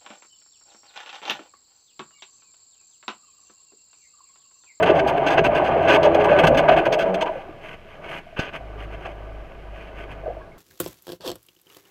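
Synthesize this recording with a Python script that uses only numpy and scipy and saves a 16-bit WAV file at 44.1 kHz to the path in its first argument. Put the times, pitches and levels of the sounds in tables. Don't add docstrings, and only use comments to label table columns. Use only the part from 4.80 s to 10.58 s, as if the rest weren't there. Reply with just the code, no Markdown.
import sys
import numpy as np
from scipy import signal
from scipy.fft import rfft, irfft
from scipy.io import wavfile
from scipy.ndimage import uniform_filter1d

SR = 44100
rng = np.random.default_rng(int(sys.argv[2]) if len(sys.argv) > 2 else 0)


def bounce(signal):
    frames = np.transpose(np.atleast_2d(signal))
    limited = np.clip(frames, -1, 1)
    pcm = np.round(limited * 32767).astype(np.int16)
    wavfile.write(sys.argv[1], SR, pcm)


N = 254898
TIME_S = np.arange(N) / SR

# freq_hz, level_db
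FLOOR_COLOUR = [(20, -24), (60, 2.5), (200, -3.5), (700, -14), (2800, -23.5), (4000, -28.5), (8000, -40.5),
                (15000, -44)]
# pitch_hz, level_db
THROB = (19, -46.5)
FLOOR_DB = -51

# start_s, length_s, level_db
HUM_SWELLS = [(3.83, 0.34, -36), (4.31, 0.31, -37.5), (4.83, 0.103, -36.5), (5.06, 0.52, -40.5)]
# multiple, level_db
HUM_ORDERS = [(1, 1), (2, -10), (3, -42)]
HUM_HZ, HUM_SETTLES_HZ, HUM_SETTLES_S = 51.8, 50.5, 4.2

# start_s, length_s, level_db
SWISHES = [(2.25, 0.053, -44.5), (2.49, 0.13, -48), (2.825, 0.12, -43), (3.085, 0.07, -52),
           (3.23, 0.063, -43.5), (3.3, 0.087, -36.5), (3.585, 0.049, -36.5), (3.74, 0.025, -36),
           (3.99, 0.058, -43.5), (4.115, 0.036, -44.5), (4.19, 0.13, -49), (4.94, 0.15, -48.5),
           (5.165, 0.074, -44), (5.305, 0.018, -39)]
# freq_hz, level_db
SLUSH_COLOUR = [(40, -64), (170, -2), (300, -2), (600, -8), (850, -1.5), (1300, -4), (2000, -2.5),
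                (3000, -1), (3900, -32), (5500, -29.5), (9000, -48.5), (12500, -43), (15000, -40.5)]
# time_s, level_db
LAPPING = [(2.7, -46), (3.051, -52), (3.28, -41.5), (3.48, -65.5), (3.7, -46), (4.25, -41), (4.799, -47.5),
           (5.5, -41.5), (5.78, -52.5)]
# freq_hz, level_db
LAPPING_COLOUR = [(30, 0), (90, 1), (200, -7.5), (350, 1), (600, -3.5), (900, -6), (1400, -11), (2200, -17),
                  (4000, -58.5)]
FIZZ_DB, SETTLED_S = -56, 5.52

# start_s, level_db, push_s
KNOCK = (3.5932, -8.5, 0.0012)

# start_s, level_db, pitch_hz
GLUGS = [(0.094, -5, 597), (0.098, -1, 357), (0.589, -2, 396), (1.251, -2, 588), (1.268, -4.5, 572),
         (1.35, -4, 572), (1.515, -4.5, 549), (1.595, -5, 575), (1.703, -2, 554), (1.727, -13, 537),
         (1.89, -1, 694), (1.919, -2.5, 604), (1.944, -12, 564), (1.974, -7.5, 710), (2.064, -7, 569),
         (2.425, -16.5, 922), (2.468, -19.5, 963), (2.492, -16, 639), (2.514, -32, 662),
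         (2.556, -18.5, 525), (2.686, -34, 653), (2.69, -23.5, 329), (2.845, -27.5, 654), (3.193, -35, 597),
         (3.467, -32.5, 673), (3.526, -32.5, 650), (3.807, -30, 697), (4.257, -28, 715), (5.435, -30, 656),
         (5.459, -19, 620), (5.466, -19.5, 678), (5.479, -17.5, 490), (5.486, -24, 565), (5.502, -21, 678),
         (5.567, -24.5, 640), (5.609, -39.5, 1090), (5.616, -45, 1620), (5.718, -51, 2150)]
# delay_s, share (signed gain)
ECHOES = [(.0065, 0.16), (.0118, -0.17), (.019, 0.53)]

# start_s, length_s, level_db, bite_db (extra treble)
SCRAPES = [(0.027, 0.011, -18, -2.5), (0.06, 0.05, -24, -9), (0.153, 0.046, -32.5, 0.5),
           (0.191, 0.012, -25.5, -3), (0.274, 0.026, -28, 3.5), (0.375, 0.0071, -28, -6),
           (0.464, 0.025, -23.5, 0.5), (0.504, 0.04, -27.5, 2.5), (0.576, 0.019, -18, -7),
           (0.642, 0.026, -21, -3), (0.75, 0.034, -27, -0.5), (0.843, 0.039, -31.5, 1),
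           (1.022, 0.063, -32, -7), (1.084, 0.08, -17.5, -2.5), (1.229, 0.036, -26, 2.5),
           (1.346, 0.0062, -23.5, 2), (1.399, 0.021, -28.5, -8.5), (1.441, 0.018, -27, 0),
           (1.489, 0.046, -27, -10), (1.587, 0.017, -17.5, -5), (1.636, 0.017, -20.5, -2.5),
           (1.67, 0.011, -20, 5.5), (1.746, 0.0053, -26, 0), (1.772, 0.025, -20.5, 2),
           (1.884, 0.018, -18, -8.5), (1.915, 0.027, -24.5, -7), (1.965, 0.032, -21.5, -9),
           (2.055, 0.017, -24, -5), (2.123, 0.023, -24, 4), (2.188, 0.04, -27, 2),
           (2.343, 0.0054, -26.5, 8), (2.41, 0.016, -25, 4.5), (2.46, 0.018, -32, -6),
           (3.567, 0.019, -32.5, -9), (3.604, 0.091, -36, -4.5), (3.591, 0.011, -29, 4.5),
           (3.733, 0.034, -38, -7), (4.252, 0.014, -33, -3)]
# freq_hz, level_db
SCRAPE_COLOUR = [(40, -20), (170, -10), (300, 1), (600, -3.5), (850, -1.5), (1300, -3), (2000, -6),
                 (3000, -1.5), (3900, -26.5), (5500, -25), (9000, -37.5), (13000, -33.5), (15000, -50)]
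# pitch_hz, level_db
CHIPS = [(1560, -8), (2650, -13)]

# time_s, rate_hz
MOTOR_SPEED = [(0.0, 91.47), (0.4, 68.53), (0.8, 73.63), (1.05, 83.8), (1.48, 83.77), (1.81, 71.97),
               (2.02, 82.66), (2.25, 92.7), (2.56, 104.4)]
# multiple, level_db
WHINE_ORDERS = [(3, -20), (4, -8), (5, -2), (6, -7), (7, -1.5), (8, -12), (9, -18.5), (11, -23.5),
                (14, -21)]
LOUD_RATE_HZ = 85.9
LIFT_S, LIFT_TAKES_S = 1.7, 0.16
STOP_S, STOP_DB_PER_S = 2.35, 130

# time_s, level_db, pitch_hz
CHURN = [(0.0, -19, 608), (0.55, -18.5, 668), (0.899, -19, 651), (1.25, -17, 591), (1.701, -15, 557),
         (1.83, -16.5, 655), (2.06, -23, 633), (2.24, -20.5, 686), (2.42, -24.5, 584), (2.721, -45, 609.5)]
# freq_hz, level_db
CHURN_COLOUR = [(30, -26.5), (90.0, -7), (170.0, -15), (300.0, -6.5), (600.0, -8), (850.0, -7),
                (1300.0, -16), (2000.0, -21), (3000.0, -23), (3900.0, -51.5), (5500.0, -56),
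                (9000.0, -70.5), (13000.0, -67), (15000.0, -78.5)]
# start_s, length_s, level_db
GULPS = [(0.03, 0.025, -28), (0.21, 0.12, -28), (0.58, 0.12, -18.5), (1.635, 0.077, -11.5),
         (1.74, 0.13, -19.5), (1.91, 0.09, -20), (2.08, 0.053, -24), (2.19, 0.065, -28)]
WAKE_DB, LIFTED_WAKE_DB = -1.5, 2.5

# centre_hz, half_width_hz, gain_db
CASE = [(153.6, 28.5, 10.5), (326.6, 14.5, 1), (424.4, 57, 4), (588, 56.4, 8.5), (664.6, 34.6, 12),
        (763, 57.6, 5.5), (971, 17.6, 6.5), (1187, 56, 7), (1513, 45, 10), (1654, 65, 7.5), (2058, 65, 4.5),
        (2223, 34, 7.5), (2456, 56, 5.5), (2660, 54, 3.5), (3215, 58, 5.5), (3540, 67, 5.5), (4094, 120, 7),
        (4480, 790, 7), (6360, 300, 12), (7780, 560, 7.5), (9330, 470, 12), (12400, 490, 7.5)]
EDGE_HZ = 15300


def amp(db):
    return 10 ** (np.asarray(db) / 20)


def evened(x):
    return x / np.sqrt(np.mean(x ** 2) + 1e-20)


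def add(mix, start_s, sound):
    part = mix[max(round(start_s * SR), 0):][:len(sound)]
    part += sound[:len(part)]


def level(time_s, db):
    outside_s = np.maximum(time_s[0] - TIME_S, 0) + np.maximum(TIME_S - time_s[-1], 0)
    return amp(np.interp(TIME_S, time_s, db)) * np.exp(-outside_s / 0.14)


def ramp(centre_s, takes_s):
    return np.clip((TIME_S - centre_s) / takes_s + 0.5, 0, 1)


def strokes(rows, attack_s, slope_db, release_s, attack_share=0):
    out = np.zeros(N)
    for start_s, length_s, db in rows:
        rise_s = attack_s + attack_share * length_s
        t = np.arange(-rise_s / 2, length_s + 10 * release_s, 1 / SR)
        hold = amp(db + slope_db * np.clip(t / length_s, 0, 1))
        attack = np.clip(t / rise_s + 0.5, 0, 1)
        release = np.exp(-np.maximum(t - length_s, 0) / release_s)
        add(out, start_s - rise_s / 2, hold * attack * release)
    return out


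def wander(rate_hz):
    rolloff = 1 + (np.fft.rfftfreq(N, 1 / SR) / rate_hz) ** 4
    drift = evened(irfft(rfft(rng.standard_normal(N)) / rolloff, N))
    return 2 * np.tanh(drift / 2)


def band(x, lo_hz, hi_hz):
    edges_hz = [lo_hz, min(hi_hz, SR * 0.49)]
    return signal.sosfilt(signal.butter(3, edges_hz, "band", fs=SR, output="sos"), x)


def through_case(x, colour):
    freq_hz = np.fft.rfftfreq(8192, 1 / SR)
    colour_hz, colour_db = np.transpose(colour)
    db = np.interp(np.log(freq_hz + 1), np.log(colour_hz), colour_db)
    for centre_hz, half_width_hz, gain_db in CASE:
        db = db + gain_db * np.exp(-((freq_hz - centre_hz) / half_width_hz) ** 2)
    log_gain = np.log(amp(np.r_[db, db[-2:0:-1]]))
    taps = np.fft.ifft(np.exp(np.conj(signal.hilbert(log_gain)))).real
    return signal.oaconvolve(x, taps[:len(freq_hz)])[:N]


def steadied(x, lo_hz, hi_hz, span_s):
    size = max(int(span_s * SR), 2)
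    power = uniform_filter1d(uniform_filter1d(band(x, lo_hz, hi_hz) ** 2, size), size)
    return x / np.sqrt(abs(power) + 1e-20)


def clicks(per_s, spread_db):
    size = amp(spread_db * np.minimum(rng.exponential(1, N), 4))
    return size * rng.choice([-1, 1], N) * (rng.random(N) < per_s / SR)


def bubble(pitch_hz, cycles, rise, swell_cycles=0.29):
    turns = np.arange(int(8 * cycles / pitch_hz * SR)) * pitch_hz / SR
    ring = np.sin(2 * np.pi * turns * (1 + rise * turns / cycles))
    return ring * np.exp(-turns / cycles) * (1 - np.exp(-turns / swell_cycles))


def bubbles(lo_hz, hi_hz, per_s, cycles, spread_db, count):
    cloud = np.zeros(N)
    for pitch_hz in np.geomspace(lo_hz, hi_hz, count):
        births = clicks(per_s / count, spread_db) * pitch_hz
        cloud += signal.oaconvolve(births, bubble(pitch_hz, cycles, rise=0.013))[:N]
    return evened(cloud)


def tone(rate_hz, orders, waver, flutter_db):
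    turns = np.cumsum(rate_hz * (1 + waver * wander(16.3))) / SR
    out = np.zeros(N)
    for multiple, db in orders:
        gain = amp(db + flutter_db * wander(12))
        out += gain * np.sin(2 * np.pi * (round(multiple) * turns + rng.random()))
    return out


def resonate(x, pitch_hz, width_hz):
    turn = np.exp(2j * np.pi * np.cumsum(pitch_hz) / SR)
    pole = np.exp(-np.pi * width_hz / SR)
    return 2 * (turn * signal.lfilter([1 - pole], [1, -pole], x / turn)).real


def scattered(x, t60_s, wet_db):
    t = np.arange(SR // 5) / SR
    tail = rng.standard_normal(len(t)) * amp(-60 * t / t60_s)
    return x + amp(wet_db) * signal.oaconvolve(x, tail / np.linalg.norm(tail))[:N]


def floor():
    colour_hz, colour_db = np.transpose(FLOOR_COLOUR)
    freq_hz = np.fft.rfftfreq(N, 1 / SR)
    colour = amp(np.interp(np.log(freq_hz + 1), np.log(colour_hz), colour_db))
    hush = evened(irfft(rfft(rng.standard_normal(N)) * colour, N))
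    throb_hz, throb_db = THROB
    throb = np.sin(2 * np.pi * np.cumsum(throb_hz * (1 + 0.056 * wander(9.6))) / SR)
    return amp(FLOOR_DB) * hush + amp(throb_db + 2 * wander(2)) * throb


def hum():
    pitch_hz = HUM_HZ + (HUM_SETTLES_HZ - HUM_HZ) * ramp(HUM_SETTLES_S, 0.1)
    drone = tone(pitch_hz, HUM_ORDERS, waver=0.016, flutter_db=1.0)
    return amp(2.5) * strokes(HUM_SWELLS, attack_s=0.22, slope_db=-0.6, release_s=0.059) * drone


def slush():
    surge = strokes(SWISHES, attack_s=0.038, slope_db=-1.5, release_s=0.012)
    bed = level([STOP_S, SETTLED_S], [FIZZ_DB, FIZZ_DB])
    crumbs = clicks(per_s=3000, spread_db=3)
    fizz = steadied(through_case(crumbs, SLUSH_COLOUR), 1460, 4100, span_s=0.16)

    treble = evened(band(clicks(per_s=6000, spread_db=4), 4000, 12000))
    rush = surge * (surge / surge.max()) ** 0.21 * treble

    burble = bubbles(280, 1400, per_s=500, cycles=6, spread_db=2.3, count=24)
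    water = band(evened(rng.standard_normal(N)) + amp(-12.5) * burble, 35, 8000)
    lap = steadied(through_case(water, LAPPING_COLOUR), 460, 1300, span_s=0.16)
    lap_gain = np.hypot(level(*np.transpose(LAPPING)), amp(-6.5) * surge)
    return amp(0.5) * np.hypot(surge, bed) * fizz + amp(-26.0) * rush + lap_gain * lap


def knock():
    start_s, db, push_s = KNOCK
    t = np.arange(SR // 10) / SR
    u = t / push_s
    push = 3 * u * (1 - u / 2) * np.exp(-u)
    noise = evened(band(rng.standard_normal(N), 40, 370))[:len(t)]
    shudder = 0.091 * noise * np.exp(-t / 0.01)
    out = np.zeros(N)
    add(out, start_s, amp(db) * (shudder + push))
    return out


def glugs():
    direct = np.zeros(N)
    for start_s, db, pitch_hz in GLUGS:
        cycles = 3 * (pitch_hz / 600) ** 1.15
        add(direct, start_s, amp(db) * bubble(pitch_hz, cycles, rise=0.0054, swell_cycles=4.1))
    out = direct.copy()
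    for delay_s, share in ECHOES:
        add(out, delay_s, share * direct)
    return amp(9.5) * out


def scrapes():
    fractures = clicks(per_s=2200, spread_db=1.5)
    crackle = steadied(through_case(fractures, SCRAPE_COLOUR), 1054, 3400, span_s=0.012)
    snaps = through_case(clicks(per_s=1600, spread_db=1.5), SCRAPE_COLOUR)
    snaps = steadied(snaps, 1500, 3400, span_s=0.079)
    start_s, length_s, db, bite_db = np.transpose(SCRAPES)

    ring = np.zeros(N)
    for pitch_hz, chip_db in CHIPS:
        chip = evened(signal.lfilter(*signal.iirpeak(pitch_hz, 14, fs=SR), crackle))
        ring += amp(chip_db + 3 * wander(9)) * chip

    crunch_gain = strokes(np.c_[start_s, length_s, db],
                          attack_s=0.0045, slope_db=-1, release_s=0.0064, attack_share=0.3)
    crunch = crunch_gain * (crackle + ring)
    sparkle_gain = strokes(np.c_[start_s, length_s, db + bite_db],
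                           attack_s=0.0026, slope_db=-4.5, release_s=0.006, attack_share=0.11)
    sparkle = sparkle_gain * snaps

    middle = band(sparkle, 3300, 7000) * amp(2.5 * wander(18))
    top = band(sparkle, 7300, 19000) * amp(2.5 * wander(8))
    treble = scattered(middle + amp(-4.5) * top, t60_s=0.035, wet_db=-2.5)
    return amp(-2.0) * band(crunch, 30, 3370) + amp(-4.5) * treble


def motor():
    rate_hz = np.interp(TIME_S, *np.transpose(MOTOR_SPEED))
    sag_hz = np.maximum(LOUD_RATE_HZ - rate_hz, 0)
    lifted = ramp(LIFT_S, LIFT_TAKES_S)
    drone = tone(rate_hz, [(1, 0.02)], waver=0.01, flutter_db=0.5)
    octave = tone(rate_hz, [(2, 0)], waver=0.029, flutter_db=7.5)
    whine = tone(rate_hz, WHINE_ORDERS, waver=0.0045, flutter_db=6.5)
    running = amp(-34.0 - 0.58 * sag_hz - 21 * lifted) * drone
    running += amp(-36.5 - 1.1 * sag_hz + 1.6 * lifted) * octave
    running += amp(-22 - 1.1 * sag_hz - 5.6 * lifted) * whine
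    return running * amp(-STOP_DB_PER_S * np.maximum(TIME_S - STOP_S, 0))


def swirl():
    time_s, db, pocket_hz = np.transpose(CHURN)
    pitch_hz = np.interp(TIME_S, time_s, pocket_hz) * np.exp(0.08 * wander(7))
    ring = resonate(rng.standard_normal(N), pitch_hz, width_hz=45)
    ring = resonate(ring, pitch_hz, width_hz=90)
    gain = level(time_s, db + 0.2 * (db - db.max()))
    return amp(-6.0) * gain * steadied(ring, 400, 900, span_s=0.086)


def churn():
    time_s, db, _ = np.transpose(CHURN)
    lifted = ramp(LIFT_S, LIFT_TAKES_S)
    stir = level(time_s, db) * amp(1.0 * wander(3.7))
    turning = [row[:3] for row in SCRAPES if row[0] < time_s[-1]]
    wake = strokes(turning, attack_s=0.0062, slope_db=0.5, release_s=0.024)
    wake = amp(WAKE_DB + LIFTED_WAKE_DB * lifted) * wake
    gulps = strokes(GULPS, attack_s=0.02, slope_db=-5.0, release_s=0.031)

    froth = bubbles(283, 967, per_s=1100, cycles=2.45, spread_db=2.0, count=28)
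    gurgle = bubbles(300, 1050, per_s=130, cycles=9, spread_db=3, count=24)
    spatter = band(evened(clicks(per_s=3000, spread_db=-3.0)), 895, 16000)
    stirred = through_case(froth + gurgle + amp(15.0) * spatter, CHURN_COLOUR)
    stirred = steadied(stirred, 370, 720, span_s=0.032)

    pockets = bubbles(120.8, 307.8, per_s=200, cycles=2.9, spread_db=0.5, count=14)
    pockets = steadied(through_case(pockets, CHURN_COLOUR), 71, 306, span_s=0.05)
    pocket_gain = np.hypot(amp(-7.5 - 5.3 * lifted) * stir, gulps)

    rumble = evened(band(rng.standard_normal(N), 25, 86))
    rumble_gain = np.hypot(amp(-12.5) * stir, gulps)
    return (amp(-4.0) * np.hypot(stir, wake) * stirred
            + amp(-8.5) * pocket_gain * pockets
            + amp(-17) * rumble_gain * rumble)


def scene():
    background = floor() + hum() + slush() + knock() + glugs()
    auger = scrapes() + motor() + swirl() + churn()
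    return (background + auger)[None]


def record(dry):
    rounded = dry / (1 + (dry / 0.85) ** 6) ** (1 / 6)
    low_pass = signal.firwin(511, EDGE_HZ, window=("kaiser", 9), fs=SR)
    return signal.oaconvolve(rounded, low_pass[None], "same")


dry = scene()
out = record(dry)
bounce(out)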